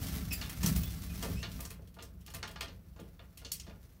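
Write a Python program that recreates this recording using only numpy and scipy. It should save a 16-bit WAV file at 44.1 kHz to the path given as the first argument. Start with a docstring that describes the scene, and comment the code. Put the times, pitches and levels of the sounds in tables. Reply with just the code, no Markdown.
"""Folding metal gate in a lift

The gate rolls and scrapes along its track, shaking the frame into a low rumble with a few jolts.
Dry pivots squeak and the track gives one thin squeal. As the gate comes to rest, its loose bars
go on knocking and the rivets and catch click; the small cab rings briefly after each contact."""
import sys
import numpy as np
from scipy import signal
from scipy.fft import rfft, irfft
from scipy.io import wavfile
from scipy.ndimage import uniform_filter1d

SR = 44100
rng = np.random.default_rng(int(sys.argv[2]) if len(sys.argv) > 2 else 0)


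def digitize_waveform(pressure):
    """Quantize a signal to 16-bit integers and store it at the path in sys.argv[1].

    Rows of a 2-D input are taken as channels; values are limited to [-1, 1].
    """
    field = np.atleast_2d(pressure).T
    bounded = np.clip(field, -1, 1)
    quanta = np.round(bounded * 32767).astype(np.int16)
    wavfile.write(sys.argv[1], SR, quanta)


N = 176400
HIT_SAMPLES = 22050  # half a second for each hit to ring out

# Levels in the tables are relative: the functions add their own gains.
# hush of the air in the cab: f/Hz, level/dB
AIR_SPECTRUM = [(300, 6.5), (700, -6), (1500, -9), (3100, -19), (7800, -27), (15500, -10)]
# time the cab's echo takes to fade by 60 dB: f/Hz, t/s
CAB_DECAY = [(300, 0.59), (800, 0.33), (2100, 0.27), (5500, 0.19), (14600, .16)]
# low resonances of cab and gate frame: f/Hz, width/Hz, level/dB
FRAME_MODES = [(43.3, 3.1, -3.5), (63.7, 7.7, 3), (92.1, 7.8, 0), (118.3, 28, -5.5), (161.9, 11, -1.5),
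               (187.7, 6.8, -3.5), (216.6, 6.6, -12.5), (245.2, 15, -15.5), (334.3, 11, -20.5),
               (424, 7.8, -25), (530, 37, -30.5)]
# strength of the rumble: t/s, level/dB
RUMBLE_LEVEL = [(0, -38), (.27, -38), (.53, -42.5), (.66, -36), (.8, -34.5), (.99, -41.5), (1.32, -37),
                (1.6, -43.5), (1.87, -50.5), (2.6, -48), (3.3, -53.5), (3.75, -49.5), (4, -57)]
# bumps on the track: t/s, level/dB, f/Hz that the push favours
JOLTS = [(0.634, -27.5, 192), (0.687, -30.5, 163), (.745, -30, 78), (1.224, -44.5, 406),
         (2.336, -46.5, 138), (2.996, -47, 440), (3.667, -49.5, 260)]
# strength of the scraping: t/s, level/dB
SCRAPE_LEVEL = [(0, -46.5), (.16, -43.5), (.28, -49), (.6, -50.5), (.69, -40), (.74, -45.5), (.84, -51.5),
                (.93, -51), (1.03, -48), (1.08, -52.5), (1.22, -45), (1.36, -50.5), (1.48, -58.5),
                (1.62, -53.5), (1.72, -62.5), (1.8, -73.5), (4, -69.5)]
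# tone colour of the scraping: f/Hz, level/dB
SCRAPE_SPECTRUM = [(250, 3.5), (480, -14), (660, -13), (850, -17), (1200, -14.5), (2500, -16), (5800, -17),
                   (8500, -21), (12000, -16), (15500, -15)]
# pivot squeaks: t/s, length/s, start f/Hz, end f/Hz, level/dB, loss per harmonic/dB
SQUEAKS = [(0.302, 0.026, 5370, 5400, -47, 27), (0.308, 0.023, 2594, 2532, -40.5, 15),
           (0.32, 0.0267, 2526, 2440, -45.5, -1), (0.324, 0.026, 2763, 2626, -43.5, 10),
           (0.336, 0.026, 4940, 4600, -49, 24), (0.842, 0.056, 3360, 3590, -55, 22),
           (1.091, 0.04, 2505, 2470, -54, 20), (1.349, 0.078, 2417, 2840, -54, 5.5)]
# notes the bars ring with: f/Hz, level/dB, t/s to fade by 60 dB
BAR_MODES = [(344, -9.5, 0.45), (526.4, -12.5, 0.56), (678, -9, 0.24), (1047, -14, 0.3), (1202, -3.5, 0.25),
             (1817, -10.5, 0.2), (2170, -15, 0.12), (2840, -15.5, 0.088), (3095, -13, 0.12),
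             (3560, -20, 0.11), (4470, -7.5, 0.078), (5400, -9, 0.086), (6170, -4.5, 0.036),
             (6830, -1.5, 0.035)]
# contacts that land where one of those notes swings most: t/s, f/Hz
SWEET_SPOTS = [(.661, 6121), (2.429, 2099), (2.608, 2835), (3.448, 4540), (3.5175, 4540)]
# borders of five bands, named body, clack, ring, edge and sizzle from low to high: f/Hz
BAND_EDGES = [250, 900, 2400, 4800, 7500, 16000]
# light ticks of slack links: t/s, level/dB
LINK_TICKS = [(.068, -46), (.834, -47.5), (.904, -50.5), (1.019, -52), (1.159, -61), (1.516, -52.5),
              (1.82, -69.5), (1.873, -64.5), (1.9413, -62.5), (2.209, -65), (2.263, -52.5), (2.301, -55),
              (2.512, -56.5), (2.998, -60), (3.373, -50.5)]
# tone colour of those ticks: level/dB in each of the five bands
TICK_COLOUR = [-20, -18, -1.5, -7, -1.5]
# sharp clicks of rivets and catch: t/s, then level/dB in each of the five bands
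RIVET_CLICKS = [(0.495, -69, -49.5, -48, -50, -43.5), (0.631, -56, -41.5, -42, -40.5, -40),
                (0.661, -75.5, -69, -40.5, -36.5, -31), (0.761, -78, -58, -46, -49, -38),
                (1.226, -38.5, -44, -45, -43.5, -43.5), (1.605, -56, -62, -53, -54.5, -42),
                (1.651, -60, -55.5, -57, -48.5, -48), (1.704, -56, -55, -52.5, -55.5, -47),
                (2.024, -59, -67, -58.5, -52, -52), (2.338, -55.5, -52, -52, -54, -51),
                (2.345, -50.5, -54, -48, -52, -44), (2.476, -56.5, -60, -48, -60, -54.5),
                (2.608, -46.5, -43, -36.5, -45, -47), (3.5175, -104, -62.5, -45, -39.5, -34.5),
                (3.598, -75, -66, -51, -48.5, -55)]
# duller knocks of bar on bar: t/s, then level/dB in each of the lower four bands
BAR_KNOCKS = [(0.413, -56.5, -44, -39.5, -47.5), (0.638, -56, -44, -67, -65), (1.245, -41.5, -58, -63, -50),
              (1.428, -51.5, -45.5, -40, -49), (1.59, -53, -53.5, -68, -67), (1.79, -53.5, -72, -89, -85),
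              (1.965, -56, -60, -73, -88), (1.987, -53.5, -53.5, -52, -68), (2.006, -58.5, -60.5, -60, -68),
              (2.278, -59, -55.5, -60, -57.5), (2.428, -50, -37, -45.5, -45.5),
              (2.558, -56, -48, -49.5, -59), (2.681, -54.5, -68, -52.5, -59.5),
              (2.961, -60, -60.5, -71, -70), (2.990, -51, -59, -62, -78), (3.192, -56, -55.5, -56.5, -74),
              (3.415, -58, -58, -66, -69), (3.448, -56.5, -61, -47, -48), (3.666, -51.5, -60, -60, -63),
              (3.696, -56, -55, -60, -70)]


def from_db(db):
    """Turn decibels into a gain."""
    return 10 ** (np.asarray(db) / 20)


def rms_one(x):
    """Scale a signal so its average strength (rms) is 1."""
    return x / np.sqrt(np.mean(x ** 2) + 1e-20)


def in_time(rows):
    """Join (time, value) rows by straight lines."""
    return np.interp(np.arange(N) / SR, *np.transpose(rows))


def at_hz(points, hz):
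    """Read between (frequency, value) rows, with octaves evenly spaced."""
    f, value = np.transpose(points)
    return np.interp(np.log(np.maximum(hz, 1)), np.log(f), value)


def add(out, start_s, sound):
    """Mix a sound in at a given time."""
    i = max(int(start_s * SR), 0)
    out[i:i + len(sound)] += sound[:max(N - i, 0)]


def wander(shape, samples):
    """A random wiggle; smoothing over more samples makes it slower."""
    return rms_one(uniform_filter1d(rng.standard_normal(shape), size=samples))


def band_pass(x, low_hz, high_hz):
    """Keep what lies between two frequencies."""
    return signal.sosfilt(signal.butter(2, [low_hz, high_hz], "band", fs=SR, output="sos"), x)


def coloured(noise, spectrum):
    """Give a noise a tone colour and take out the bass."""
    gains = from_db(at_hz(spectrum, np.arange(N // 2 + 1) * SR / N))
    return rms_one(band_pass(irfft(rfft(noise) * gains, N), 250, 16000))


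def resonate(x, hz, width_hz):
    """Ring at one pitch; the narrower the width, the longer the ring."""
    r = np.exp(-np.pi * width_hz / SR)
    feedback = [1, -2 * r * np.cos(2 * np.pi * hz / SR), r * r]
    return signal.lfilter(np.array([1, 0, -1]) * (1 - r * r) / 2, feedback, x)


def cab_air(level_db):
    """The air in the cab is a faint, steady hush."""
    return from_db(level_db) * coloured(rng.standard_normal(N), AIR_SPECTRUM)


def cab_echo(x, echo_db):
    """The close walls add a short wash of reflections."""
    t = np.arange(HIT_SAMPLES) / SR
    echo = rng.standard_normal(len(t)) * from_db(-60 * t / at_hz(CAB_DECAY, 7500)) * (t > .003)
    return x + from_db(echo_db) * signal.fftconvolve(x, echo / np.linalg.norm(echo))[:N]


def wall_panel(x):
    """A wall panel picks up the sound and hums along."""
    return x + from_db(2.5) * resonate(x, hz=654.5, width_hz=22)


def frame_ring(force, hz, width_hz):
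    """One low resonance of the frame, filtered twice to keep it narrow."""
    return rms_one(resonate(resonate(force, hz, width_hz), hz, hz / 3))


def rumble(level_db, tilt_per_octave):
    """Rolling shakes the frame; its upper resonances die away first as the gate slows."""
    effort_db, out = in_time(RUMBLE_LEVEL), 0
    for hz, width, db in FRAME_MODES:
        shake = frame_ring(rng.standard_normal(N + SR), hz, width)[SR:]  # skip the build-up
        shake /= np.sqrt(uniform_filter1d(shake ** 2, size=12000))  # even out slow swells
        octaves = np.log2(hz / FRAME_MODES[1][0])
        tilt_db = tilt_per_octave * octaves * (effort_db - RUMBLE_LEVEL[0][1])
        out = out + from_db(db + tilt_db) * shake
    low_cut = signal.butter(2, 32, "high", fs=SR, output="sos")
    return from_db(effort_db + level_db) * signal.sosfilt(low_cut, out)


def jolts(push_s, level_db, octave_loss_db=8.5):
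    """A bump on the track pushes the frame for a moment and lets it boom."""
    out, t = np.zeros(N), np.arange(HIT_SAMPLES) / SR
    for start_s, db, push_hz in JOLTS:
        boom = 0
        for hz, width, mode_db in FRAME_MODES:
            ring = frame_ring(rng.standard_normal(len(t)) * np.exp(-t / push_s), hz, width)
            boom = boom + ring * from_db(mode_db - octave_loss_db * np.log2(hz / push_hz) ** 2)
        add(out, start_s, from_db(db + level_db) * boom / np.std(boom[:SR // 10]))
    return out


def track_squeal(level_db, hz=15200, start_s=.68, end_s=.92):
    """The track gives a thin, flickering squeal that swells and fades."""
    squeal = resonate(resonate(rng.standard_normal(N), hz, 450), hz, 450)
    flicker = from_db(4 * wander(N, 400))
    progress = np.clip((np.arange(N) / SR - start_s) / (end_s - start_s), 0, 1)
    return from_db(level_db) * np.sin(np.pi * progress) * rms_one(squeal * flicker)


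def scraping(grains_per_s=1800, ticks_per_s_each=5.9):
    """The gate slides over the track in countless tiny contacts; some set a bar ringing."""
    sizes = from_db(2.2 * np.minimum(rng.exponential(1, N), 5)) * rng.choice([-1, 1], N)
    grains = sizes * (rng.random(N) < grains_per_s / SR)
    chatter = from_db(2.76 * wander(N, 600))
    scrape = coloured(cab_echo(grains * chatter, echo_db=-3), SCRAPE_SPECTRUM)
    scrape += from_db(-6) * resonate(scrape, hz=5550, width_hz=200)  # the track rings faintly
    ticks = 0
    for hz in np.exp(rng.uniform(np.log(1000), np.log(15000), 60)):
        taps = sizes * (rng.random(N) < ticks_per_s_each / SR)
        ticks = ticks + rms_one(resonate(taps + 1e-18, hz, width_hz=57))
    return from_db(in_time(SCRAPE_LEVEL)) * (scrape + from_db(-15) * rms_one(ticks))


def pivot_squeaks(level_db, top_hz=15700):
    """A dry pivot sticks and slips: a wavering whistle that rasps as the grip flutters."""
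    out = np.zeros(N)
    for start_s, length_s, start_hz, end_hz, db, loss_db in SQUEAKS:
        progress = np.linspace(0, 1, int(length_s * SR))
        wobble, grip = wander((2, HIT_SAMPLES), 70)[:, :len(progress)]
        pitch = (start_hz + (end_hz - start_hz) * progress) * (1 + .009 * wobble)
        phase, tone = 2 * np.pi * np.cumsum(pitch) / SR, 0
        for k in range(max(int(top_hz / start_hz), 1)):
            flutter = rms_one(resonate(rng.standard_normal(len(progress)), hz=300, width_hz=400))
            rasp = .42 * min(k + 1, 2)
            harmonic = from_db(-loss_db * k) * np.sin((k + 1) * phase)
            tone = tone + harmonic * (1 + rasp * flutter) / np.hypot(1, rasp)
        add(out, start_s, from_db(db + level_db + 1.1 * grip) * np.sin(np.pi * progress) * tone)
    return cab_echo(out, echo_db=-3.5)


def gate_overtones(noise, spread_db=4.2):
    """The gate's many close overtones: narrow peaks and gaps pressed into a noise."""
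    peaks = signal.fftconvolve(rng.standard_normal(HIT_SAMPLES // 2 + 1), np.hanning(50), "same")
    return irfft(rfft(noise) * from_db(spread_db * np.clip(rms_one(peaks), -2, 2)), HIT_SAMPLES)


def sweet_spot(times, hz):
    """1 for each contact that lands where this note swings most, 0 for the others."""
    return sum((abs(times - s) < .004) * (abs(np.log(hz / f)) < .06) for s, f in SWEET_SPOTS)[:, None]


def strength(rows, hz, width_hz):
    """How strongly each contact sounds in a band around one frequency."""
    edges = np.array(BAND_EDGES)
    centres = np.sqrt(edges[1:] * edges[:-1])
    db_per_hz = rows[:, 1:] - 10 * np.log10(np.diff(edges))
    levels_db = [np.interp(np.log(hz), np.log(centres), row) for row in db_per_hz]
    return from_db(levels_db)[:, None] * np.sqrt(width_hz)


def contacts(rows, crack_s, rise_s, echo_db, ring_db, level_db):
    """Metal hits metal: a short crack, an echo that dies band by band, and ringing bars."""
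    rows, t = np.array(rows), np.arange(HIT_SAMPLES) / SR
    times = rows[:, 0]
    noise = rng.standard_normal((len(rows), 3, len(t)))
    flicker = from_db(2.5 * rms_one(uniform_filter1d(noise[:, 2], size=60)) * np.exp(-t / 0.054))
    metal = gate_overtones(noise[:, :2])
    bands, sounds = np.geomspace(250, 16500, 15), 0
    for k, (low, high) in enumerate(zip(bands, bands[1:])):
        hz = np.sqrt(low * high)
        tail = from_db(echo_db - 60 * t / at_hz(CAB_DECAY, hz))
        envelope = np.hypot(np.exp(-t / crack_s), tail) * (1 - np.exp(-t / rise_s))
        burst = metal[:, k % 2] * flicker * envelope  # next-door bands use separate noises
        burst /= np.sqrt(np.mean(burst[:, t < .02] ** 2, axis=1, keepdims=True))
        sounds = sounds + strength(rows, hz, SR / 2) * band_pass(burst, low, high)
    for hz, db, fade_s in BAR_MODES:
        scatter_db = rng.normal(0, 2.5, (len(rows), 1))
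        force = from_db(db + ring_db + 12 * sweet_spot(times, hz) + scatter_db)
        detune = 1 + rng.normal(0, 0.0083, (len(rows), 1))
        ring = np.sin(2 * np.pi * hz * detune * t) * from_db(-60 * t / fade_s)
        sounds = sounds + strength(rows, hz, hz / 2) * force * ring
    out = np.zeros(N)
    for start_s, sound in zip(times, sounds):
        add(out, start_s, sound)
    return from_db(level_db) * out


def rivet_clicks():
    """Rivets, catch and slack links make quick, bright contacts."""
    rows = RIVET_CLICKS + [(s, *(db + np.array(TICK_COLOUR))) for s, db in LINK_TICKS]
    return contacts(rows, crack_s=.0024, rise_s=.00087, echo_db=-8, ring_db=5.5, level_db=-3.5)


def bar_knocks():
    """Loose bars bump each other with a softer start and less treble."""
    rows = [(*row, row[-1] - 19.5) for row in BAR_KNOCKS]  # sizzle band: 19.5 dB below the edge band
    return contacts(rows, crack_s=.0022, rise_s=.0022, echo_db=-13, ring_db=3.5, level_db=-3)


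def scene():
    """Add up the gate and the air, and let the wall panel hum along; one channel."""
    rattle = rivet_clicks() + bar_knocks()
    air = cab_air(level_db=-70)
    frame = rumble(level_db=-7.5, tilt_per_octave=0.16) + jolts(push_s=0.018, level_db=-6)
    rubbing = scraping() + track_squeal(level_db=-49.5) + pivot_squeaks(level_db=2.5)
    return wall_panel(air + frame + rubbing + rattle)[None]


def record(dry):
    """Cut the treble steeply above 15700 Hz."""
    return signal.sosfilt(signal.ellip(10, .3, 70, 15700, fs=SR, output="sos"), dry)


dry = scene()
out = record(dry)
digitize_waveform(out)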